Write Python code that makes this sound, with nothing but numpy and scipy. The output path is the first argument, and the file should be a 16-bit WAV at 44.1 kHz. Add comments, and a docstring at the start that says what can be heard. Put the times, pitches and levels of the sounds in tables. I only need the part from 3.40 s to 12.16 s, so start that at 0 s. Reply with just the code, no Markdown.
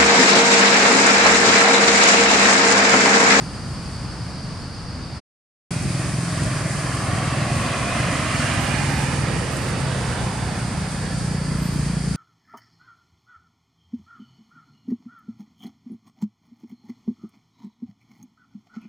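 """Far traffic rumbles under a high hiss; in the trees insects shrill and a distant bird whistles once.
At 1.8 s the sound cuts out for half a second. Then two single-cylinder motorbikes roll past some
way off, their firings ringing the exhaust pipes as their tyre roar swells and fades.
The first thumps slowly and booms when close; dry leaves tick and insects chirp nearby.
The second, quicker and easing off, putters loudest at the end."""
import sys
import numpy as np
from scipy import signal
from scipy.fft import rfft, irfft
from scipy.io import wavfile
from scipy.ndimage import uniform_filter1d

SR = 44100
rng = np.random.default_rng(int(sys.argv[2]) if len(sys.argv) > 2 else 0)


def unload_audio(sound):
    """Save the sound as a 16-bit wav file, at the path given as the first command line argument."""
    columns = np.transpose(np.atleast_2d(sound))
    # keep every value between -1 and 1, then stretch to whole-number steps
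    steps = np.round(np.clip(columns, -1, 1) * 32767)
    wavfile.write(sys.argv[1], SR, steps.astype(np.int16))


N = 386316
MUTE_FROM_S, MUTE_TO_S = 1.803, 2.306
FRAME, HOP = 1024, 256
TIME = np.arange(N) / SR
FRAME_TIME = np.arange(N // HOP + 2) * HOP / SR
BIN_HZ = np.maximum(np.fft.rfftfreq(FRAME, 1 / SR), 1)[:, None]
FINE_HZ = np.maximum(np.fft.rfftfreq(N, 1 / SR), 1)


def undb(db):
    """Decibels to gain."""
    return 10 ** (np.asarray(db) / 20)


def unit(x):
    """Scale to rms 1."""
    return x / np.sqrt(np.mean(x ** 2))


def colour(points, hz=FINE_HZ):
    """Gain through (Hz, dB) points, falling 30 dB per octave past the ends."""
    point_hz, db = np.transpose(points)
    octaves_outside = np.abs(np.log2(hz / np.clip(hz, point_hz[0], point_hz[-1])))
    return undb(np.interp(np.log(hz), np.log(point_hz), db) - 30 * octaves_outside)


def resonance(hz, width_hz):
    """Response of a band-pass applied twice."""
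    return (1 + 1j * (FINE_HZ ** 2 - hz ** 2) / (FINE_HZ * width_hz)) ** -2


def through(x, response):
    """Filter by a frequency response."""
    return irfft(rfft(x) * response, N)


def walk(rate_hz):
    """Random steps smoothed twice; spread near 1."""
    hold = int(SR / rate_hz)
    steps = np.repeat(rng.standard_normal(N // hold + 1), hold)
    return 1.8 * uniform_filter1d(uniform_filter1d(steps, hold), hold)[:N]


def stereo_noise(wide_hz, bass_side):
    """Noise with channels alike in the bass, unrelated well above wide_hz."""
    mid, side = rng.standard_normal((2, N))
    share = np.clip(bass_side + FINE_HZ / (FINE_HZ + wide_hz), 0, 1)
    return mid + through(side, np.sqrt(share)) * np.array([[1], [-1]])


def panned(x, left_db):
    """Lean a sound to the left."""
    return x * undb(np.array([[.5], [-.5]]) * left_db)


def nearness(closest_s, width_s, t=TIME):
    """Inverse-square swell: 1 at closest_s, half at width_s either side."""
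    return 1 / (1 + ((t - closest_s) / width_s) ** 2)


def crossover(middle_s, width_s, t=TIME):
    """Smooth step from 0 to 1."""
    return .5 + .5 * np.tanh((t - middle_s) / width_s)


# Traffic spectra before and after the silence: (frequency [Hz], level [dB])
TRAFFIC_EARLY_SPECTRUM = [(20, -17.5), (35, -11.5), (52, -2.5), (85, -0.5), (140, 2.5), (200, -5),
                          (270, -9.5), (380, -17.5), (700, -18.5), (1300, -19.5), (2000, -26), (3000, -30),
                          (4100, -36), (6000, -35.5)]
TRAFFIC_LATE_SPECTRUM = [(20, -22), (38, -12), (55, 2), (82, 2.5), (150, -2.5), (270, -7), (400, -18),
                         (700, -34)]

def far_traffic(early_db=-29, sag_db_per_s=1.0, late_db=-33, swell_db=2.5, crest_s=6.46, throb_db=2.0):
    """Far engines blur into a throbbing rumble that sinks, later swells and ebbs."""
    early = unit(through(stereo_noise(wide_hz=10000, bass_side=.012), colour(TRAFFIC_EARLY_SPECTRUM)))
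    late = unit(through(stereo_noise(wide_hz=16000, bass_side=.066), colour(TRAFFIC_LATE_SPECTRUM)))
    swell = np.interp(TIME - crest_s, [-1.0, 0, 4.4], [0, 1, 0])
    early *= undb(early_db - sag_db_per_s * TIME + .5 * walk(18))
    late *= undb(late_db + swell_db * swell + throb_db * walk(20))
    return np.where(TIME < MUTE_TO_S, early, late)


# High, steady hiss with a faint top edge: (frequency [Hz], level [dB])
HISS_SPECTRUM = [(3180, -9), (5400, 4), (7540, 3.5), (8640, 8), (9140, 7.5), (11000, -5), (11900, -22),
                 (13000, -20.5), (15000, -37.5)]

def high_hiss(early_db=-46, early_sag_db_per_s=3.0, late_db=-36, late_sag_db_per_s=.66):
    """Wide, sinking hiss: one early rustle, louder after the silence, a swell as the bikes pass."""
    hiss = unit(through(stereo_noise(wide_hz=1497, bass_side=.026), colour(HISS_SPECTRUM)))
    rustle_db = 3 * nearness(.55, .049)
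    swell_db = 4 * nearness(5.12, .78)
    level_db = np.where(TIME < MUTE_TO_S, early_db - early_sag_db_per_s * TIME + rustle_db,
                        late_db - late_sag_db_per_s * (TIME - MUTE_TO_S) + swell_db)
    return panned(hiss, left_db=-.6) * undb(level_db + .51 * walk(24))


# Insect band: (frequency [Hz], level [dB])
INSECT_SPECTRUM = [(3900, -17.5), (4200, -12.5), (4480, -3.5), (4780, -3), (5100, -6.5), (5500, -14),
                   (6200, -36.5)]

def insects(early_db=-43.5, late_db=-43):
    """A steady chorus in one narrow band."""
    chorus = unit(through(stereo_noise(wide_hz=20000, bass_side=.019), colour(INSECT_SPECTRUM)))
    return chorus * undb(np.where(TIME < MUTE_TO_S, early_db, late_db) + .5 * walk(29))


def far_bird(at_s=1.675, length_s=.17, note_hz=3675, level_db=-55.5, waver=.006):
    """One faint, wavering whistle."""
    envelope = np.exp(-(2 * (TIME - at_s) / length_s) ** 4)
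    pitch_hz = note_hz * (1 + waver * walk(110))
    return undb(level_db) * envelope * np.sin(2 * np.pi * np.cumsum(pitch_hz) / SR)


def engine(running, scatter_db, jitter_s, gas_db, thumps=(), speed_m_s=10, sound_m_s=343):
    """One uneven pulse and a puff of gas per firing; Doppler bends the rate."""
    firing_hz, ease_hz_per_s, bend_s, bend_width_s, fires_at_s = running
    since_s = TIME - bend_s
    doppler = 1 - speed_m_s / sound_m_s * since_s / np.hypot(since_s, bend_width_s)
    cycles = np.cumsum((firing_hz - ease_hz_per_s * since_s) * doppler) / SR
    cycles -= np.interp(fires_at_s, TIME, cycles)
    firings = np.flatnonzero(np.diff(np.floor(cycles)))
    timing, strength = rng.standard_normal((len(firings), 2)).T
    strength_db = scatter_db * strength
    for at_s, db in thumps:
        strength_db[np.argmin(np.abs(firings - at_s * SR))] = db
    jittered = firings + (jitter_s * SR * timing).astype(int)
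    pulses = np.zeros(N)
    pulses[np.clip(jittered, 0, N - 1)] = undb(strength_db)
    gas = rng.standard_normal(N) * np.exp(-(cycles % 1))
    return unit(pulses) + undb(gas_db) * unit(gas)


def exhaust(firing, modes, muffler_hz=430):
    """Firings ring the pipe; the muffler takes off the top."""
    pipe = sum(undb(db) * resonance(hz, width_hz) for hz, width_hz, db in modes)
    return unit(through(firing, pipe / (1 + (FINE_HZ / muffler_hz) ** 4)))


# Engine: (firing rate [Hz], easing [Hz/s], Doppler centre [s], half-width [s], one firing [s])
SLOW_RUNNING = (20.75, .024, 4.05, 1.0, 2.924)
# Accented firings: (time [s], level over a normal firing [dB])
SLOW_ACCENTS = [(2.365, 1), (2.455, 1), (2.595, 1), (2.735, 1), (2.925, 1), (3.017, 4.5), (3.16, 2.5),
                (3.255, 1.5), (3.73, 0), (4.165, 2), (4.31, 1), (4.6, 3), (5.83, 3)]
# Pipe resonances: (frequency [Hz], width [Hz], gain [dB])
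SLOW_MODES = [(128.2, 66, -2.5), (170.3, 7.4, -4.5), (293.6, 115, -16)]
# Exhaust envelope: (time [s], level [dB])
SLOW_ENVELOPE = [(2.3, -26), (2.7, -24.7), (3.2, -25), (3.42, -26.5), (3.75, -21.8), (4.15, -24),
                 (4.38, -29), (4.62, -25), (4.95, -29), (5.3, -27), (5.72, -24), (6.15, -29), (6.5, -29),
                 (7.2, -31), (7.8, -31), (8.1, -45)]

def slow_bike():
    """The first bike's lumpy thump swells and sinks about once a second, then drops away."""
    firing = engine(SLOW_RUNNING, scatter_db=1.3, jitter_s=.0005, gas_db=-5.5, thumps=SLOW_ACCENTS)
    return exhaust(firing, SLOW_MODES) * undb(np.interp(TIME, *np.transpose(SLOW_ENVELOPE)))


# Engine: (firing rate [Hz], easing [Hz/s], Doppler centre [s], half-width [s], one firing [s])
QUICK_RUNNING = (32.667, 1.776, 6.6, .55, 8.3932)
# Pipe resonances, side-on and astern: (frequency [Hz], width [Hz], gain [dB])
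QUICK_SIDE_MODES = [(62, 24, -8), (132, 64, 0), (182, 24, -12)]
QUICK_ASTERN_MODES = [(59, 24, -6), (152, 84, 0), (174, 26, -17)]
# Exhaust envelope: (time [s], level [dB])
QUICK_ENVELOPE = [(2.3, -43), (5.0, -33), (5.6, -29), (6.1, -30), (6.5, -26), (7.1, -26.3), (7.55, -28),
                  (7.75, -27.8), (7.92, -24), (8.2, -24), (8.42, -21.5), (8.76, -22.5)]

def quick_bike():
    """The second bike's tight putter: deep side-on, higher and louder once its exhaust points back."""
    firing = engine(QUICK_RUNNING, scatter_db=1.2, jitter_s=.00018, gas_db=-15)
    astern = crossover(middle_s=7.15, width_s=.15)
    putter = (1 - astern) * exhaust(firing, QUICK_SIDE_MODES)
    putter += astern * exhaust(firing, QUICK_ASTERN_MODES)
    return putter * undb(np.interp(TIME, *np.transpose(QUICK_ENVELOPE)))


def ground(comb_hz=445, rise_hz_per_s=420, rise_from_s=5.26, dull_hz=1150, dip_hz=445, dip_octaves=.44):
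    """An inverted echo combs the roar, climbing after the pass; soft ground briefly absorbs one band."""
    spacing_hz = comb_hz + rise_hz_per_s * np.maximum(FRAME_TIME - rise_from_s, 0)
    echo = .44 * nearness(3.9, 1.8, FRAME_TIME) / (1 + (BIN_HZ / dull_hz) ** 8)
    dip_db = 7 * np.exp(-(np.log2(BIN_HZ / dip_hz) / dip_octaves) ** 2) * nearness(5.18, .24, FRAME_TIME)
    return np.abs(1 - echo * np.exp(2j * np.pi * BIN_HZ / spacing_hz)) * undb(-dip_db)


def turbulence(size_hz=70, size_s=.53, spread_db=2.14):
    """Turbulent air fades narrow bands in and out."""
    field = rng.standard_normal((len(BIN_HZ), len(FRAME_TIME)))
    for axis, span in enumerate((size_hz * FRAME / SR, size_s * SR / HOP)):
        field = signal.lfilter([1], [1, -np.exp(-1 / span)], field, axis=axis)
    return undb(spread_db * unit(field))


def brighten(gain, far_db=-7.5, shelf_hz=1750):
    """Treble against a normalised body: extra hiss just after the silence, bright close, dull afar."""
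    hz = BIN_HZ[:, 0]
    body_power = np.sum(gain[(hz > 450) & (hz < 1600)] ** 2, axis=0)
    treble_power = np.sum(gain[(hz > 2000) & (hz < 4000)] ** 2, axis=0)
    opening_hiss_db = 5 * nearness(2.2, .56, FRAME_TIME)
    close_db = 5.5 * nearness(5.16, .53, FRAME_TIME)
    lift = undb(far_db + opening_hiss_db + close_db) * np.sqrt(body_power / treble_power)
    shelf = lift ** (1 / (1 + (shelf_hz / BIN_HZ) ** 4))
    return gain * shelf * np.sqrt(len(hz) / body_power)


# Tread bands: (time [s], half-width [s], frequency [Hz], glide [Hz/s], half-width [Hz], lift [dB])
SINGING_BANDS = [(3.0, .3, 635, 0, 45, 5.5), (2.8, .6, 1800, 0, 200, 3.5), (2.8, 0.5, 3800, 0, 790, 3),
                 (3.7, 0.17, 1260, -100, 180, 6), (4.65, .45, 630, 0, 45, 3), (4.6, .5, 1070, 0, 65, 4.5),
                 (4.44, 0.29, 2460, -100, 120, 7), (4.7, 0.32, 1900, 0, 220, 2.5),
                 (5.6, 0.2, 4300, 0, 1100, 2), (6.98, 0.24, 820, -280, 170, 5), (8.6, .4, 2450, 0, 450, 3)]

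def tread_song():
    """Gain of bands that briefly sing out of the roar, some sliding down."""
    lift_db = 0
    for at_s, width_s, hz, glide_hz_per_s, width_hz, db in SINGING_BANDS:
        centre_hz = hz + glide_hz_per_s * (FRAME_TIME - at_s)
        band = np.exp(-((BIN_HZ - centre_hz) / width_hz) ** 2)
        lift_db += db * band * nearness(at_s, width_s, FRAME_TIME)
    return undb(lift_db)


# Tyre roar of the first bike, the second, and the second receding: (frequency [Hz], level [dB])
SLOW_TYRE_SPECTRUM = [(260, 5), (330, -2), (420, -2), (520, 3.5), (630, 0), (760, 1.5), (900, 0),
                      (1080, -2), (1400, -1), (1950, -1.5), (2230, -4), (2480, -4), (3100, -9),
                      (4200, -14.5), (7000, -22.5)]
QUICK_TYRE_SPECTRUM = [(280, -14), (400, -8.5), (480, -7), (570, -3.5), (720, -2), (950, -0.5), (1200, -7),
                       (1750, -7), (3000, -14), (4200, -19)]
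RECEDING_SPECTRUM = [(260, -8), (450, -4.5), (725, -7), (842, -7.5), (1050, -5.5), (1400, -6.5), (1790, -7),
                     (2500, -12.5), (3320, -13.5), (4200, -18), (5460, -50)]
# Pass of each bike: (closest time [s], half-width [s], gain [dB])
TYRE_PASSES = [(4.65, 1.0, -29), (6.68, 1, -37)]

def tyres(handover_s=6.56, receding_s=7.0, blend_s=.78, swing_s=5, flutter_db=.5):
    """Tread roar swells with each pass and swings right; the second bike's colour takes over."""
    gain = ground() * colour(SLOW_TYRE_SPECTRUM, BIN_HZ)
    for at_s, spectrum in ((handover_s, QUICK_TYRE_SPECTRUM), (receding_s, RECEDING_SPECTRUM)):
        share = crossover(at_s, blend_s, FRAME_TIME)
        gain = (1 - share) * gain + share * colour(spectrum, BIN_HZ)
    gain = brighten(gain * turbulence()) * tread_song()
    noise = stereo_noise(wide_hz=16000, bass_side=.025)
    frames = signal.stft(noise, nperseg=FRAME, noverlap=FRAME - HOP)[2]
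    frames *= gain[:, :frames.shape[-1]]
    roar = signal.istft(frames, nperseg=FRAME, noverlap=FRAME - HOP)[1][:, :N]
    left_db = -1.35 - 6.5 * crossover(swing_s, .43) * nearness(swing_s, 1.95)
    power = sum(undb(db) ** 2 * nearness(at_s, width_s) for at_s, width_s, db in TYRE_PASSES)
    return panned(roar, left_db) * np.sqrt(power) * undb(flutter_db * walk(10))


# Leaf ticks: (time [s], level [dB])
LEAF_TICKS = [(2.4233, -34), (3.0302, -34), (4.7252, -37), (5.1357, -31), (6.1664, -32.5), (6.4017, -33),
              (7.5136, -39), (7.784, -39)]

def leaves(decay_s=.018):
    """Each dry leaf gives a short, bright crackle."""
    bursts = np.zeros((2, N))
    envelope = np.exp(-TIME[:FRAME] / decay_s)
    for at_s, db in LEAF_TICKS:
        start = int(at_s * SR)
        bursts[:, start:start + FRAME] += undb(db) * envelope * rng.standard_normal((2, FRAME))
    return through(bursts, unit(colour([(6000, -10), (8800, 0), (10500, -8), (12000, -30)])))


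# Body booms: (time [s], half-length [s], frequency [Hz], width [Hz], level [dB])
BODY_BOOMS = [(4.5, .45, 215, 80, -35), (5.25, .4, 235, 108, -31.5), (5.35, 0.59, 72, 40, -32.5)]

def body_boom():
    """The first bike's body booms in low bands while it is close."""
    out = np.zeros((2, N))
    for at_s, half_s, hz, width_hz, db in BODY_BOOMS:
        band = unit(through(stereo_noise(wide_hz=5000, bass_side=.013), resonance(hz, width_hz)))
        out += band * undb(db) / np.sqrt(1 + ((TIME - at_s) / half_s) ** 4)
    return out


# Insect chirps: (time [s], length [s], level [dB])
INSECT_CHIRPS = [(4.145, .17, -53), (5.2, 0.13, -49), (5.485, 0.22, -49), (6.106, 0.22, -48.5),
                 (8.173, 0.25, -46)]

def chirps(start_hz=12600, fall_hz_per_s=1700, width_hz=330, attack_s=.01, rasp_db=2):
    """Thin, raspy insect chirps start sharply, sag in pitch and die away."""
    out = np.zeros((2, N))
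    grain = through(rng.standard_normal((2, N)), 1 / (1 + (FINE_HZ / width_hz) ** 2))
    grain = unit(grain * undb(rasp_db * walk(70)))
    for at_s, length_s, db in INSECT_CHIRPS:
        since_s = np.clip(TIME - at_s, 0, length_s)
        envelope = np.minimum(since_s / attack_s, 1) * (1 - (since_s / length_s) ** 2)
        tone = np.sin(2 * np.pi * (start_hz - .5 * fall_hz_per_s * since_s) * since_s)
        out += undb(db) * envelope * grain * tone
    return out


def scene():
    """The road from among the trees; the bikes sound only after the silence."""
    bikes = (slow_bike() + quick_bike() + tyres() + body_boom()) * (TIME > MUTE_TO_S)
    return bikes + far_traffic() + high_hiss() + insects() + chirps() + leaves() + far_bird()


def record(dry, fade_s=.025, snap_s=.003, top_hz=15500):
    """Fade quickly into half a second of silence, snap back, and cut the top."""
    corners_s = [0, snap_s, MUTE_FROM_S - fade_s, MUTE_FROM_S, MUTE_TO_S, MUTE_TO_S + snap_s]
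    gate = np.interp(TIME, corners_s, [0, 1, 1, 0, 0, 1])
    lowpass = signal.ellip(8, .2, 70, top_hz, fs=SR, output="sos")
    return signal.sosfilt(lowpass, dry * gate)


dry = scene()
out = record(dry)
unload_audio(out)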